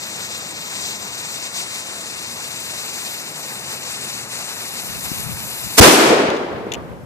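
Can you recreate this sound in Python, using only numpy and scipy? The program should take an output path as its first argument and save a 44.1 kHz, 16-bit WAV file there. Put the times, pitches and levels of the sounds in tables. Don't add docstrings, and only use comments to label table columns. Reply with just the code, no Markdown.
import sys
import numpy as np
from scipy import signal
from scipy.fft import rfft, irfft
from scipy.io import wavfile
from scipy.ndimage import map_coordinates

SR = 44100
rng = np.random.default_rng(int(sys.argv[2]) if len(sys.argv) > 2 else 0)


def transcribe(u):
    v = np.clip(np.atleast_2d(u).T, -1, 1)
    q = np.round(v * 32767).astype(np.int16)
    wavfile.write(sys.argv[1], SR, q)


N = 310905
T_S = np.arange(N) / SR
HZ = np.maximum(np.arange(N // 2 + 1) * SR / N, 1)


def from_db(db):
    return 10 ** (np.asarray(db) / 20)


def rms_one(x):
    return x / np.sqrt(np.mean(x ** 2) + 1e-20)


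def in_time(rows):
    s, *columns = np.transpose(rows)
    return [np.interp(T_S, s, column) for column in columns]


def at_hz(rows, hz=HZ):
    f, *columns = np.transpose(rows)
    return [np.interp(np.log(hz), np.log(f), column) for column in columns]


def drift(rate_hz):
    step = 40
    r = np.exp(-2 * np.pi * rate_hz * step / SR)
    white = rng.standard_normal(N // step + 2002)
    slow = signal.lfilter([1], [1, -2 * r, r * r], white)[2000:]
    return np.interp(np.arange(N) / step, np.arange(len(slow)), rms_one(slow))


def ring(clicks, hz, t60_s):
    r, w = from_db(-60 / (t60_s * SR)), 2 * np.pi * hz / SR
    return signal.lfilter([0, np.sin(w)], [1, -2 * r * np.cos(w), r * r], clicks + 1e-18)


def noise_pair(left_db, right_db, alike, lead_rad=0):
    mid, side = rfft(rng.standard_normal((2, N)))
    alike = np.clip(alike, 0, 1)
    shared, own = np.sqrt(1 + alike) * mid, np.sqrt(1 - alike) * side
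    left = shared + own
    right = (shared - own) * np.exp(-1j * lead_rad)
    pair = np.array([left * from_db(left_db), right * from_db(right_db)])
    return pair * N / np.sqrt(np.sum(np.abs(pair) ** 2))


def bands(pair, centres_hz):
    for k, hz in enumerate(centres_hz):
        share = np.interp(np.log(HZ), np.log(centres_hz), np.arange(len(centres_hz)) == k)
        yield hz, irfft(pair * share, N)


# [t/s, level/dB]
RUMBLE_LEVEL = [(0, -45), (1.0, -44), (1.7, -49), (2.3, -44), (3.2, -47), (4.2, -43.5), (5.0, -48),
                (7.05, -45)]
# [f/Hz, density/dB per Hz]
RUMBLE_COLOUR = [(18, -56), (30, -35), (54, -32), (75, -6), (130, -1.5), (211, 0), (250, -5.5),
                 (613, -13.5), (900, -14), (1170, -29), (1980, -120)]
# [t/s, f/Hz, level/dB]
DRONE_GLIDE = [(2.9, 156, -80), (3.3, 150, -48), (3.8, 135, -46), (4.3, 122, -46), (4.5, 118, -52),
               (4.9, 112, -80)]
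# [f/Hz, density/dB per Hz]
HISS_COLOUR = [(500, 7), (1300, 0), (2200, -25), (5000, -2), (15000, -6.5)]
HISS_DB = -55


def surroundings():
    rumble_db, hiss_db = at_hz(RUMBLE_COLOUR)[0], at_hz(HISS_COLOUR)[0]
    rumble = from_db(in_time(RUMBLE_LEVEL)[0]) * irfft(noise_pair(rumble_db, rumble_db, 0.95), N)
    drone_hz, drone_db = in_time(DRONE_GLIDE)
    drone = from_db(drone_db + 1.3 * drift(5.3)) * np.sin(2 * np.pi * np.cumsum(drone_hz) / SR)
    hiss = from_db(HISS_DB) * irfft(noise_pair(hiss_db, hiss_db, 0.14), N)
    return rumble + drone + hiss


# [f/Hz, density/dB per Hz]
WIND_COLOUR = [(20, -22), (50, -3.5), (120, 3), (200, 0), (320, -14), (600, -47)]
# [t/s, level/dB]
BREEZE_LEVEL = [(0, -62.5), (4.6, -55), (4.84, -43), (5.5, -43), (6.4, -47), (6.7, -40), (7.05, -39.5)]
# [t/s, peak/dB, 1/e half length/s, port]
PORT_BUFFETS = [(4.908, -41, 0.026, "left"), (4.97, -38, .06, "right"), (5.066, -33, 0.022, "left"),
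                (5.192, -33, 0.04, "right"), (5.29, -29, 0.052, "left"), (5.34, -32.5, 0.037, "right"),
                (5.43, -36, 0.054, "right"), (5.662, -30, 0.02, "left"), (5.71, -50, 0.037, "right"),
                (6.553, -37, 0.031, "left"), (6.603, -40, .06, "right"), (6.77, -39, .04, "right"),
                (6.83, -39, 0.03, "right"), (6.914, -32.5, 0.021, "left"), (7.03, -39, .015, "left")]
# [t/s, peak/dB, length/s]
SWIRL_POP = (5.1155, -14, .0045)


def buffet_gain(side):
    return sum(from_db(peak_db) * np.exp(-((T_S - s) / half_s) ** 2)
               for s, peak_db, half_s, port in PORT_BUFFETS if port == side)


def wind():
    colour_db = at_hz(WIND_COLOUR)[0]
    lumps = from_db(0.97 * np.array([drift(10.0), drift(18)]))
    buffets = np.array([buffet_gain("left"), buffet_gain("right")])
    strength = from_db(in_time(BREEZE_LEVEL)) + buffets
    gusts = strength * lumps * irfft(noise_pair(colour_db, colour_db, 0), N)
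    pop_s, peak_db, length_s = SWIRL_POP
    cycle = np.clip((T_S - pop_s) / length_s, 0, 1)
    gusts[0] += from_db(peak_db) * np.sin(2 * np.pi * cycle)
    return gusts


# [t/s, reference peak/dB, left-right/dB, skid/s, favoured ring f/Hz]
LANDINGS = [(5.9543, -10, -1.5, 0, 7200), (6.3022, -13.5, 4, .0015, 3600), (6.3660, -19.5, 3, 0, 3600),
            (6.3712, -23, 3, 0, 3600), (6.5282, -36, 0, 0, 7900), (6.7192, -12.5, 7, .007, 3300),
            (6.7362, -24, 7, 0, 2950), (6.7376, -7, 9, 0, 2800), (6.7425, -25, 7, 0, 2950),
            (6.7441, -12, 7, 0, 2950), (6.7488, -21, 6, 0, 2950), (6.7528, -20, 6, 0, 2950)]
SKID_TOUCH_S, SKID_LOSS_DB = .0015, 1.5


def touches():
    uneven = rng.uniform(-.3, .3, (len(LANDINGS), 8))
    rows = []
    for row, (s, peak_db, pan_db, skid_s, ring_hz) in enumerate(LANDINGS):
        for k in range(8):
            if k * SKID_TOUCH_S <= skid_s:
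                at_s = s + SKID_TOUCH_S * (k + (k > 0) * uneven[row, k])
                rows.append((at_s, peak_db - SKID_LOSS_DB * k, pan_db, ring_hz))
    return rows


# [f/Hz, level/dB, t60/s]
RING_MODES = [(2500, -12, .008), (2950, -8, .007), (3600, -8, .007), (4400, -13, .004), (5800, -9, .005),
              (6800, -8, .006), (7900, -12, .005)]
# [f/Hz, density/dB per Hz]
CRACK_SPECTRUM = [(1200, -21), (2500, 11), (7500, -17), (9300, -19), (11500, -13), (15000, -12)]
CRACK_DB, CRACK_T60_S = -10.5, 0.008
FAVOUR_DB, FAVOUR_OCTAVES = 7, .17
GRIT_RIGHT_LATE_S = .00032


def grit():
    s, peak_db, pan_db, favoured_hz = np.transpose(touches())
    at = (s * SR).astype(int)
    sides_db = peak_db + np.outer([.5, -.5], pan_db)
    spread_db = rng.normal(0, 0.81, (len(s), len(RING_MODES)))
    hits = np.zeros((2, N))
    hits[:, at] = from_db(sides_db + CRACK_DB)
    dying = signal.lfilter([1], [1, -from_db(-60 / (CRACK_T60_S * SR))], hits + 1e-18)
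    colour_db = at_hz(CRACK_SPECTRUM)[0]
    out = dying * irfft(noise_pair(colour_db, colour_db, 0.25), N)
    for k, (hz, level_db, t60_s) in enumerate(RING_MODES):
        near = np.exp(-(np.log2(hz / favoured_hz) / FAVOUR_OCTAVES) ** 2) - .5
        mode_db = sides_db + level_db + FAVOUR_DB * near + spread_db[:, k]
        hits[:, at] = from_db(mode_db) * (-1) ** k
        out += ring(hits, hz, t60_s)
    return np.array([out[0], np.roll(out[1], int(GRIT_RIGHT_LATE_S * SR))])


# [t/s, level/dB]
FUSE_LEVEL = [(0.0, -34.5), (0.11, -34), (0.24, -32.5), (0.27, -34.5), (0.56, -36), (0.91, -30.5),
              (0.99, -35.5), (1.36, -33), (1.39, -34.5), (1.44, -31.5), (1.51, -36.5), (1.59, -29),
              (1.67, -36.5), (1.76, -31), (1.82, -35.5), (3.0, -33), (3.13, -32.5), (3.3, -37),
              (3.48, -33.5), (3.62, -36.5), (3.72, -33), (3.79, -37), (3.95, -31.5), (3.96, -34.5),
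              (4.2, -33), (4.27, -39), (4.33, -32.5), (4.4, -32.5), (4.43, -34.5), (4.75, -34.5),
              (4.8, -32), (4.83, -34.5), (5.2, -33), (5.28, -37), (5.5, -34.5), (5.76, -34)]
# [t/s, treble over jet/dB, notch f/Hz, echo share/0-1]
FUSE_TREBLE = [(0, -9.5, 9700, 0.9), (1.4, -6, 11000, 0.5), (1.7, -3, 12400, 0.54), (2.6, -2.5, 12800, 0),
               (3.6, -1.5, 12500, 0), (4.3, -2.5, 13890, 0.33), (5.0, 3.5, 14400, 0.03),
               (5.77, 6, 14330, 0)]
# [f/Hz, left/dB per Hz, right/dB per Hz, likeness/0-1, left lead/rad]
JET_COLOUR = [(60, -27.5, -36, .7, .05), (185, -9.5, -9.5, 0.68, .2), (490, -5.5, -6.5, 0.97, 0.8),
              (976, -4, -4.5, 0.89, 1.35), (1650, -6, -7.5, 0.67, 1.61), (2670, -2, -3.5, 0.89, 2.51),
              (2866, -4.5, -4.5, 0.99, 2.72), (3370, -5.5, -7, 1, 3.5), (3555, -2.5, -4, .9, 3.66),
              (4180, -1.5, -5.5, 0.61, 3.5), (5730, -4, -9.5, 1, 5.47), (7300, 0.5, -14.5, 0.4, 5.8),
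              (8180, -2, -12.5, 0.9, 6.7), (10250, -11, -15, 0, 8), (12500, -5.5, -11, 0.3, 9.3),
              (14800, -15.5, -13, 0.2, 11.4)]
# [t/s, right-port lag/samples, 1 is taken off]
WANDER_LAG = [(0, 1.7), (2.5, 1.25), (4.5, 0.47), (5.77, 0.9)]
FUSE_OUT_S = 5.772
JET_GAIN_DB, SURGE_DB = 6, 0.5
LOWS_FOLLOW, LOWS_EDGE_HZ, TREBLE_EDGE_HZ = 0.3, 2000, 9300
FLICKER_SAMPLES = 0.21


def fuse():
    level_db, = in_time(FUSE_LEVEL)
    treble_db, notch_hz, echo = in_time(FUSE_TREBLE)
    swing_db = level_db - level_db.mean() + 0.45 * drift(24) + SURGE_DB * drift(19.0)
    body, treble = 0, 0
    for hz, band in bands(noise_pair(*at_hz(JET_COLOUR)), [300, 700, 1500, 3000, 6000, 8800, 9800, 13000]):
        follows = LOWS_FOLLOW if hz < LOWS_EDGE_HZ else 1
        band = band * from_db(follows * swing_db + 1.27 * drift(26))
        if hz > TREBLE_EDGE_HZ:
            treble = treble + band
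        else:
            body = body + band
    echo_at = np.arange(N) - 1.5 * SR / notch_hz
    echoed = np.array([map_coordinates(side, [echo_at], order=3) for side in treble])
    treble = from_db(treble_db) * (treble + np.clip(echo, 0, 1) * echoed)
    burning = np.arange(N) < FUSE_OUT_S * SR
    jet = burning * from_db(level_db.mean() + JET_GAIN_DB) * (body + treble)
    right_at = np.arange(N) + 1 - in_time(WANDER_LAG)[0] + FLICKER_SAMPLES * drift(12.0)
    return np.array([jet[0], map_coordinates(jet[1], [right_at], order=3)])


LEFT_LATE_S = 0.0012
# [f/Hz, density/dB per Hz]
ROAR_SPECTRUM = [(40, -25), (100, -20), (180, -8.5), (280, -0.5), (450, 3), (800, -2.5), (1500, -6),
                 (3000, -10), (7500, -15.5), (10000, -19), (13000, -23.5), (15000, -26)]
# [f/Hz, likeness/0-1]
ROAR_ALIKE = [(60, .4), (130, 0.82), (250, 0.99), (640, 0.51), (1400, 0.01), (15000, 0.0088)]
# [t/s, loss at 1 kHz/dB]
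TREBLE_LOSS = [(5.766, -3), (5.797, -1.9), (5.804, 0.17), (5.92, -0.45), (6.1, 1.34), (6.3, 3.5), (6.42, 4),
               (6.55, 5), (6.8, 6), (7.05, 6)]
# [t/s, level/dB]
SECOND_SPIT = [(5.8008, -12), (5.8013, 3), (5.8022, 1), (5.803, -15)]
# [t/s, level/dB, boom of far walls over it/dB]
ECHO_LEVEL = [(5.81, 0, 9), (5.845, 5, -4.5), (5.866, -3, 3.5), (5.88, -1.5, 7), (5.9, -7.5, 1),
              (5.94, -8.5, 2), (5.97, -10, -0.5), (6.0, -9, 0), (6.03, -9, -2.5), (6.07, -8, 1),
              (6.095, -8, 2.5), (6.13, -9.5, 1), (6.17, -11, -3), (6.205, -9.5, 2.5), (6.25, -11, -0.5),
              (6.29, -11.5, -6), (6.35, -15, -1), (6.42, -18.5, 0), (6.47, -19.5, -1), (6.54, -20.5, 2),
              (6.6, -22, -1.5), (6.65, -24.5, 2), (6.7, -24, 1), (6.77, -24.5, -1.5), (6.85, -28, -0.5),
              (7.05, -34.5, -2.5)]
FLARE_START_S, FLARE_END_S, FLARE_START_DB, FLARE_END_DB = 5.766, 5.7965, -43, 20
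SNUFFED_DB, LULL_DB, LULL_END_S, SWITCH_S = -10, -19, 5.809, .0012
BOOM_EDGE_HZ, BRIGHT_PEAK_HZ = 400, 7500
LOSS_POWER = 0.88
ECHO_LEFT_LATE_S, ECHO_LEFT_TREBLE_DB = .00017, 2


def roar():
    flare = [(FLARE_START_S, FLARE_START_DB), (FLARE_END_S, FLARE_END_DB),
             (FLARE_END_S + SWITCH_S, SNUFFED_DB), *SECOND_SPIT, (LULL_END_S, LULL_DB)]
    level_db, boom_db = in_time([(s, db, 0) for s, db in flare] + list(ECHO_LEVEL))
    loss_db, = in_time(TREBLE_LOSS)
    colour_db, alike = at_hz(ROAR_SPECTRUM)[0], at_hz(ROAR_ALIKE)[0]
    level_db = np.array([np.roll(level_db, int(LEFT_LATE_S * SR)), level_db])
    left_db = colour_db + 0.62 + ECHO_LEFT_TREBLE_DB * np.clip(HZ / 8000, 0, 1) ** 2
    pair = noise_pair(left_db, colour_db - .6, alike, -2 * np.pi * HZ * ECHO_LEFT_LATE_S)
    out, lumps = 0, drift(30)
    for hz, band in bands(pair, [100, 200, 320, 520, 1000, 1700, 2600, 4000, 6000, 9000, 13000]):
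        lumpy_db = (1.0 * lumps + 1.4 * drift(21)) / (1 + hz / 1500)
        reach_khz = np.where(loss_db < 0, min(hz, BRIGHT_PEAK_HZ), hz) / 1000
        lost_db = loss_db * reach_khz ** LOSS_POWER
        out = out + band * from_db(level_db - lost_db + lumpy_db + boom_db * (hz < BOOM_EDGE_HZ))
    return out * (np.arange(N) > FLARE_START_S * SR)


# [t at right port/s, peak/dB, length/s, low-pass f/Hz,
# sign (+1 push first, -1 suction first), left-right/dB, left-port delay/s]
PRESSURE_FRONTS = [(5.7974, 0, .0036, 2000, 1, 9, .0011), (5.8011, 2, .0024, 2500, 1, -3, .0009),
                   (5.8022, 4, .0070, 700, -1, 0, .0008), (5.8178, 6, .0037, 900, 1, -1, .0011),
                   (6.2866, -7, .0021, 1000, -1, 4, .0003), (6.543, -24, .007, 250, 1, 1, .0003),
                   (6.6672, -17, .0014, 900, 1, 1, .0003), (6.6683, -14, .0021, 900, -1, 2, .0003)]


def blast():
    out = np.zeros((2, N))
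    for s, peak_db, length_s, sharp_hz, sign, pan_db, left_late_s in PRESSURE_FRONTS:
        phase = (T_S - s - np.array([[left_late_s], [0]])) / length_s
        height = np.sign(sign) * from_db(peak_db + pan_db * np.array([[.5], [-.5]]))
        pulse = height * (1 - 2 * phase) * (phase > 0) * (phase < 1)
        rounding = signal.butter(2, sharp_hz, fs=SR, output="sos")
        out += signal.sosfilt(rounding, pulse + 1e-18)
    return out


def scene():
    return surroundings() + wind() + grit() + fuse() + roar() + blast()


LOW_CUT_HZ, COUPLING_HZ, CUTOFF_HZ = 40, 28, 14550
CEILING = .93


def record(dry):
    capsule = signal.butter(2, LOW_CUT_HZ, "high", fs=SR, output="sos")
    coupling = signal.butter(2, COUPLING_HZ, "high", fs=SR, output="sos")
    top_cut = signal.ellip(12, .3, 80, CUTOFF_HZ, fs=SR, output="sos")
    thin = signal.sosfilt(capsule, dry)
    overloaded = thin / (1 + np.abs(thin / CEILING) ** 6) ** (1 / 6)
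    coupled = signal.sosfilt(coupling, overloaded)
    return np.clip(signal.sosfilt(top_cut, coupled), -1, 1)


dry = scene()
out = record(dry)
transcribe(out)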